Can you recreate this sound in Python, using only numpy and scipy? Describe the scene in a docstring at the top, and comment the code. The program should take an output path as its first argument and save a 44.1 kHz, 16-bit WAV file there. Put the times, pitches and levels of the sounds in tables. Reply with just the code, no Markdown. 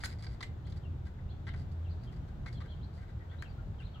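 """Dry knocks and gritty rustles, close up in a quiet yard: each is a burst of tiny slips
that rings a small hard shell. A songbird twitters in the trees, with a few soft low peeps,
echoing off house walls and foliage. Underneath lies a bed of far traffic rumble,
an engine's drone, a thin whine and an even hush of air."""
import sys
import numpy as np
from scipy import signal
from scipy.fft import rfft, irfft, next_fast_len
from scipy.io import wavfile
from scipy.ndimage import map_coordinates

SR = 44100
rng = np.random.default_rng(int(sys.argv[2]) if len(sys.argv) > 2 else 0)


def to_wav(s):
    """Save 16-bit WAV."""
    ch = np.atleast_2d(s).T  # columns
    pcm = np.round(np.clip(ch, -1, 1) * 32767)  # PCM
    wavfile.write(sys.argv[1], SR, pcm.astype(np.int16))


N = 176400

# Stereo image of the noise beds: f/Hz, left-right correlation
BED_CORRELATION = [(30, 0.77), (80, 1), (170, 0.94), (350, 0.64), (700, 0.063), (1500, 0), (5000, 0.057),
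                   (13000, 0)]
# Road rumble EQ: f/Hz, relative level/dB
RUMBLE_EQ = [(13, -34.5), (22, -10), (70, -1.5), (85, -2.5), (127, -4.5), (273, -24), (362, -29),
             (420, -32), (550, -57), (920, -120)]
# Road rumble fader: t/s, relative level/dB
RUMBLE_FADER = [(0, -51), (.3, -49), (1.0, -49), (1.85, -47.5), (2.3, -48), (3.0, -50), (3.45, -51.5),
                (3.65, -47.5), (4, -50)]
# Engine drone fader: t/s, level/dB
DRONE_FADER = [(0, -56), (.6, -57.5), (.9, -42.5), (1.3, -47.5), (1.85, -39), (2.15, -56.5), (2.7, -45),
               (3.1, -56.5), (4, -49.5)]
# Yard hush EQ: f/Hz, relative level/dB
AIR_EQ = [(180, -38), (300, -3), (378, -4.5), (446, -5), (808, -6.5), (1070, -12.5), (1440, -12.5),
          (1780, -17), (2520, -24), (3630, -23.5), (5400, -33.5), (7400, -35), (8400, -41.5), (10300, -49),
          (12900, -40), (15500, -43)]

# The shell's resonances: f/Hz, width/Hz, left level/dB, right level/dB
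SHELL_MODES = [(790, 950, -10, -12), (1207, 380, -3, -6), (1570, 137, 1.5, -5.5), (2018, 152, 3, -2),
               (3290, 880, -10, -8.5), (4130, 710, -14.5, -5), (4856, 405, -14.5, -4.5),
               (5640, 1080, -17, -17), (7420, 780, -13.5, -20.5), (9580, 800, -24, -19),
               (11600, 2700, -24.5, -25)]
# EQ over those resonances: f/Hz, level/dB
SHELL_EQ = [(100, -14.5), (600, 2), (1200, -1.5), (2200, -0.5), (2600, 1.5), (3100, -3), (4800, -0.5),
            (8200, 1), (9600, 0), (10600, -19), (11600, -2), (15500, -11)]
# Stereo phase of the shell: f/Hz, left lead/rad
SHELL_PHASE = [(0, 1.5), (2240, 0.65), (2930, 4.5), (4130, 6.5), (5770, 12.5), (7920, 15.5), (9470, 19),
               (13000, 23), (15400, 17)]
# Soft rustles: t/s, hold/s, level/dB, tilt/dB
RUSTLE_CUES = [(.002, 0.045, -57.5, 2), (0.093, 0.036, -58, 0.5), (0.185, 0.024, -63, 2),
               (0.223, 0.027, -55.5, 0.5), (0.284, 0.059, -65.5, 0), (0.666, 0.0066, -60.5, -0.5),
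               (.697, 0.0043, -65.5, 6), (0.76, .008, -62, 1), (1.052, 0.028, -62, -1.5),
               (1.182, 0.0053, -62, -12), (1.56, .06, -67, 1.5), (1.715, .003, -68, 7.5),
               (2.032, 0.014, -65, 1), (2.123, .008, -65, 1), (2.16, .004, -67, 2), (2.282, 0.006, -65, -1),
               (2.524, 0.005, -58, 2), (2.637, 0.023, -62, -5), (2.929, 0.059, -73.5, 7),
               (2.976, 0.059, -64, -3.5), (3.076, 0.027, -64.5, -4.5), (3.31, 0.03, -60.5, -13),
               (3.798, 0.016, -64.5, -2)]
# Hard knocks: t/s, hold/s, level/dB, tilt/dB, half of top shelf/dB, ring f/Hz, added ring/dB
KNOCK_CUES = [(0.0359, 0.0078, -36.5, -5.5, 3, 1530, 8), (0.043, .01, -42.5, 6, 1.5, 4450, 7),
              (0.0566, 0.0039, -40, 3.5, 3, 2130, 1), (0.266, 0.0044, -48.5, -5, -2.5, 4600, 16),
              (0.4062, 0.0074, -45, 2.5, -7, 1070, 14.5), (0.4262, 0.0049, -39.5, 3.5, -4, 2010, 9.5),
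              (0.432, 0.0074, -47, -1.5, 3, 2970, 19), (1.4681, .025, -48.5, -3, -5, 1360, 1),
              (0.722, 0.0057, -58.5, 5.5, -4, 3640, 8), (1.536, 0.012, -52, -6, -1, 1510, 2),
              (2.46, 0.0077, -47, -3.5, -3.5, 1390, 3), (2.468, 0.023, -54, 1.5, -2, 2170, 12),
              (2.604, 0.018, -53, -1, -5, 1175, 16), (3.4228, 0.0022, -40, -3, 1.5, 1830, 6.5)]
# Short reverb round the shell: f/Hz, T60/s
NEAR_DECAY = [(500, 0.078), (2000, 0.24), (5000, 0.17), (10000, 0.18)]

# Bird notes: t/s, length/s, start f/Hz, middle f/Hz, end f/Hz, lean (under 1 turns early),
# relative level/dB, upper voice against lower/dB
BIRD_NOTES = [(0.64, 0.0507, 2664, 3380, 3060, 0.76, -70, -8),
              (.827, .04, 3350, 2970, 2600, 0.93, -69.5, -25),
              (1.284, .047, 2630, 3430, 2940, 1.18, -73.5, 0),
              (1.477, .042, 3450, 2914, 3550, 1.316, -64.5, -6),
              (1.841, 0.055, 3490, 2730, 2540, 0.9, -73.5, -18),
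              (1.877, .058, 2825, 4480, 3410, 0.98, -72.5, -32),
              (1.991, 0.047, 4140, 4500, 3730, 0.93, -78, -17),
              (2.064, 0.04, 3290, 3085, 2450, 0.97, -69.5, -18),
              (2.542, 0.048, 3160, 3440, 2980, 0.66, -68.5, -2.5),
              (2.677, .063, 2725, 3386, 2950, 0.63, -66, -7.5),
              (2.812, .04, 3030, 4260, 4040, 1.4, -69, -20),
              (3.294, 0.0405, 2820, 3490, 3030, 0.845, -70, -10),
              (3.384, 0.037, 3840, 4050, 4260, 1, -65.5, -30),
              (3.44, .036, 3350, 2800, 2430, 0.89, -65.5, -22),
              (3.474, .055, 4400, 4630, 3900, 1.2, -78, -34),
              (3.784, 0.044, 3205, 2794, 2250, 1.08, -64, -22),
              (3.813, .067, 2580, 4105, 3160, 1.03, -70, -30),
              (3.936, .041, 3660, 2925, 2700, 1.03, -67, -9)]
# Soft low peeps: t/s, f/Hz, relative level/dB
PEEP_CUES = [(3.197, 1907, -66.5), (3.58, 1394, -62), (3.795, 1559, -65.5), (3.952, 1286, -62)]
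# Quick scatter off the house walls: f/Hz, T60/s
WALLS_DECAY = [(3000, 0.096)]
# Longer tail from the trees: f/Hz, T60/s
TREES_DECAY = [(1000, 0.43), (5000, 0.71)]


def amp(db):
    """Decibels to gain."""
    return 10 ** (np.asarray(db) / 20)


def rms(x):
    """Average signal strength."""
    return np.sqrt(np.mean(x ** 2) + 1e-20)


def unit(x):
    """Scale to rms 1."""
    return x / rms(x)


def along(points, hz):
    """Read (f/Hz, value) points on a log axis."""
    f, v = np.transpose(points)
    return np.interp(np.log(hz + 1), np.log(f + 1), v)


def curve(rows):
    """Automation from (t/s, value) points, one value per sample."""
    return np.interp(np.arange(N) / SR, *np.transpose(rows))


def wobble(rate, count=N):
    """Smooth random modulation, rate knots a second."""
    return map_coordinates(rng.standard_normal(400), [np.arange(count) * rate / SR], mode="mirror")


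def filtered(x, response):
    """Pass x through a complex frequency response."""
    n = x.shape[-1]
    padded = next_fast_len(n + 8192)
    return irfft(rfft(x, padded) * response(np.fft.rfftfreq(padded, 1 / SR)), padded)[..., :n]


def add(track, s, x):
    """Mix x into the track at time s."""
    part = track[..., max(round(s * SR), 0):][..., :x.shape[-1]]
    part += x[..., :part.shape[-1]]


def reverb(x, t60):
    """A diffuse stereo tail, each frequency dying at its own speed."""
    hz, t, noise = signal.stft(rng.standard_normal((2, SR // 2)), SR, nperseg=256)
    decay = amp(-60 * t / along(t60, hz)[:, None])
    tail = signal.istft(noise * decay, SR, nperseg=256)[1]
    return signal.fftconvolve(x, tail / np.linalg.norm(tail[0]), axes=1)[:, :N]


def noise_bed(eq):
    """Stereo noise of rms 1, near mono in the bass and wide on top."""
    def mid_side(hz):
        width = np.arccos(np.clip(along(BED_CORRELATION, hz), -1, 1)) / 2
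        return amp(along(eq, hz)) * [np.cos(width), np.sin(width)]
    mid, side = filtered(rng.standard_normal((2, N)), mid_side)
    return unit(np.array([mid + side, mid - side]))


def tone(hz, drift, drift_rate, count=N):
    """A sine of rms 1 whose pitch wanders by the fraction drift."""
    pitch = hz * (1 + drift * wobble(drift_rate, count))
    return np.sqrt(2) * np.sin(2 * np.pi * np.cumsum(pitch) / SR)


def traffic(rumble_trim_db=6.5):
    """Far road rumble, one engine's drone that swells and fades, and a thin steady whine."""
    rumble = amp(curve(RUMBLE_FADER) + rumble_trim_db + 1.76 * wobble(14)) * noise_bed(RUMBLE_EQ)
    drone = amp(curve(DRONE_FADER) + 2.2 * wobble(7.41)) * tone(hz=82.65, drift=0.011, drift_rate=6.8)
    whine = amp(-75.5 + 0.69 * wobble(11)) * tone(hz=362.2, drift=0.0044, drift_rate=5.4)
    return rumble + drone + whine


def air(level_db=-59.5, pan_db=1.37):
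    """The even hush of the yard, a little louder on the left."""
    return amp(level_db + 0.55 * wobble(2.6)) * noise_bed(AIR_EQ) * amp([[pan_db], [-pan_db]])


def friction(hold, attack_s, release_s, slips_per_s, scatter_db=4.5, grit_db=-5):
    """One touch: its pressure envelope, and the sharp slips and fine grit it drives."""
    t = np.arange(SR // 7) / SR
    pressure = np.minimum(t / attack_s, 1) * np.exp(-np.maximum(t - hold, 0) / release_s)
    slips = (rng.random(len(t)) < slips_per_s / SR) * rng.choice([-1, 1], len(t))
    sizes = amp(scatter_db * np.clip(rng.standard_normal(len(t)), -2, 2))
    grit = amp(grit_db) * rng.standard_normal(len(t))
    return pressure, pressure * (unit(slips * sizes) + grit)


def resonance(hz, centre, width):
    """One damped resonance, gain 1 at its centre."""
    return 1j * hz * width / (centre ** 2 - hz ** 2 + 1j * hz * width)


def shell(hz):
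    """The hard shell's stereo response: a bank of modes in alternating polarity."""
    modes = sum((-1) ** k * amp([[left], [right]]) * resonance(hz, centre, width)
                for k, (centre, width, left, right) in enumerate(SHELL_MODES))
    lead = np.interp(hz, *np.transpose(SHELL_PHASE))
    return modes * amp(along(SHELL_EQ, hz)) * np.exp(1j * lead * np.array([[.5], [-.5]]))


def contact(rub, tilt_db, edge_db, ring_hz, ring_db, ring_q=12.6):
    """Friction rings the shell, and each spot touched brings out one part of the ring; rms 1."""
    hz = np.fft.rfftfreq(len(rub), 1 / SR)
    shelf = lambda hinge_hz: np.tanh(np.log((hz + 1) / hinge_hz) / 0.41)  # -1 below, +1 above
    colour = amp(tilt_db * shelf(2960) + edge_db * (1 + shelf(6000)))
    spot = 1 + amp(ring_db) * resonance(hz, ring_hz, ring_hz / ring_q)
    fade = signal.windows.tukey(2 * len(rub))[len(rub):]
    return unit(fade * irfft(rfft(rub) * colour * spot * shell(hz), len(rub)))


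def rustles():
    """Light rubs swell and fade softly; bright ones favour a high ring, dull ones a low one."""
    track = np.zeros((2, N))
    for s, hold, db, tilt_db in RUSTLE_CUES:
        pressure, rub = friction(hold, attack_s=0.0015, release_s=0.012, slips_per_s=900)
        ring = contact(rub, tilt_db, edge_db=0, ring_hz=4700 if tilt_db > -1 else 1550, ring_db=-0.5)
        add(track, s, amp(db) * rms(pressure) * ring)
    return track


def knocks():
    """Each knock hits the shell with one hard contact, then scrapes on briefly."""
    track = np.zeros((2, N))
    for s, hold, db, tilt_db, edge_db, ring_hz, ring_db in KNOCK_CUES:
        pressure, rub = friction(hold, attack_s=0.0002, release_s=0.0026, slips_per_s=2000)
        rub[SR // 2000] += amp(19)  # the opening transient
        add(track, s, amp(db) * rms(pressure) * contact(rub, tilt_db, edge_db, ring_hz, ring_db))
    return track


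def whistle(length, pitches, lean=1):
    """One slightly raspy note that swells and fades while gliding through three pitches."""
    progress = np.linspace(0, 1, int(length * SR))
    glide = np.polyval(np.polyfit([0, .5, 1], pitches, 2), progress ** lean)
    voice = tone(glide, drift=0.015, drift_rate=258, count=len(glide))
    rasp = 1 + 0.18 * wobble(1106, len(glide))
    flutter = amp(2.5 * wobble(180, len(glide)))
    swell = np.abs(np.sin(np.pi * progress)) ** 0.33
    return voice * rasp * flutter * swell


def birds(upper_ratio=1.26, peep_s=0.03, pan_db=2):
    """Quick slurred notes, some in two voices, and a few soft peeps, echoing off walls and trees."""
    song = np.zeros(N)
    for s, length, start, middle, end, lean, db, upper_db in BIRD_NOTES:
        pitches = np.array([start, middle, end])
        lower = whistle(length, pitches, lean)
        upper = amp(upper_db) * whistle(length, upper_ratio * pitches, lean)
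        add(song, s, amp(db) * (lower + upper))
    for s, hz, db in PEEP_CUES:
        add(song, s, amp(db) * whistle(peep_s, [hz, hz, hz]))
    panned = song * amp([[pan_db], [-pan_db]])
    direct = amp(-2.5) * panned  # leaves screen the straight path
    walls = amp(1) * reverb(panned, WALLS_DECAY)
    trees = amp(-2) * reverb(panned * unit(wobble(692.7)), TREES_DECAY)  # a tail blurred in pitch
    return direct + walls + trees


def scene():
    """Close knocks and rustles in a short reverb, birds behind, traffic and air underneath."""
    touches = knocks() + rustles()
    return touches + amp(-6.5) * reverb(touches, NEAR_DECAY) + birds() + traffic() + air()


def record(dry):
    """A brick-wall high cut on the whole mix."""
    return filtered(dry, lambda hz: hz < 15780)


dry = scene()
out = record(dry)
to_wav(out)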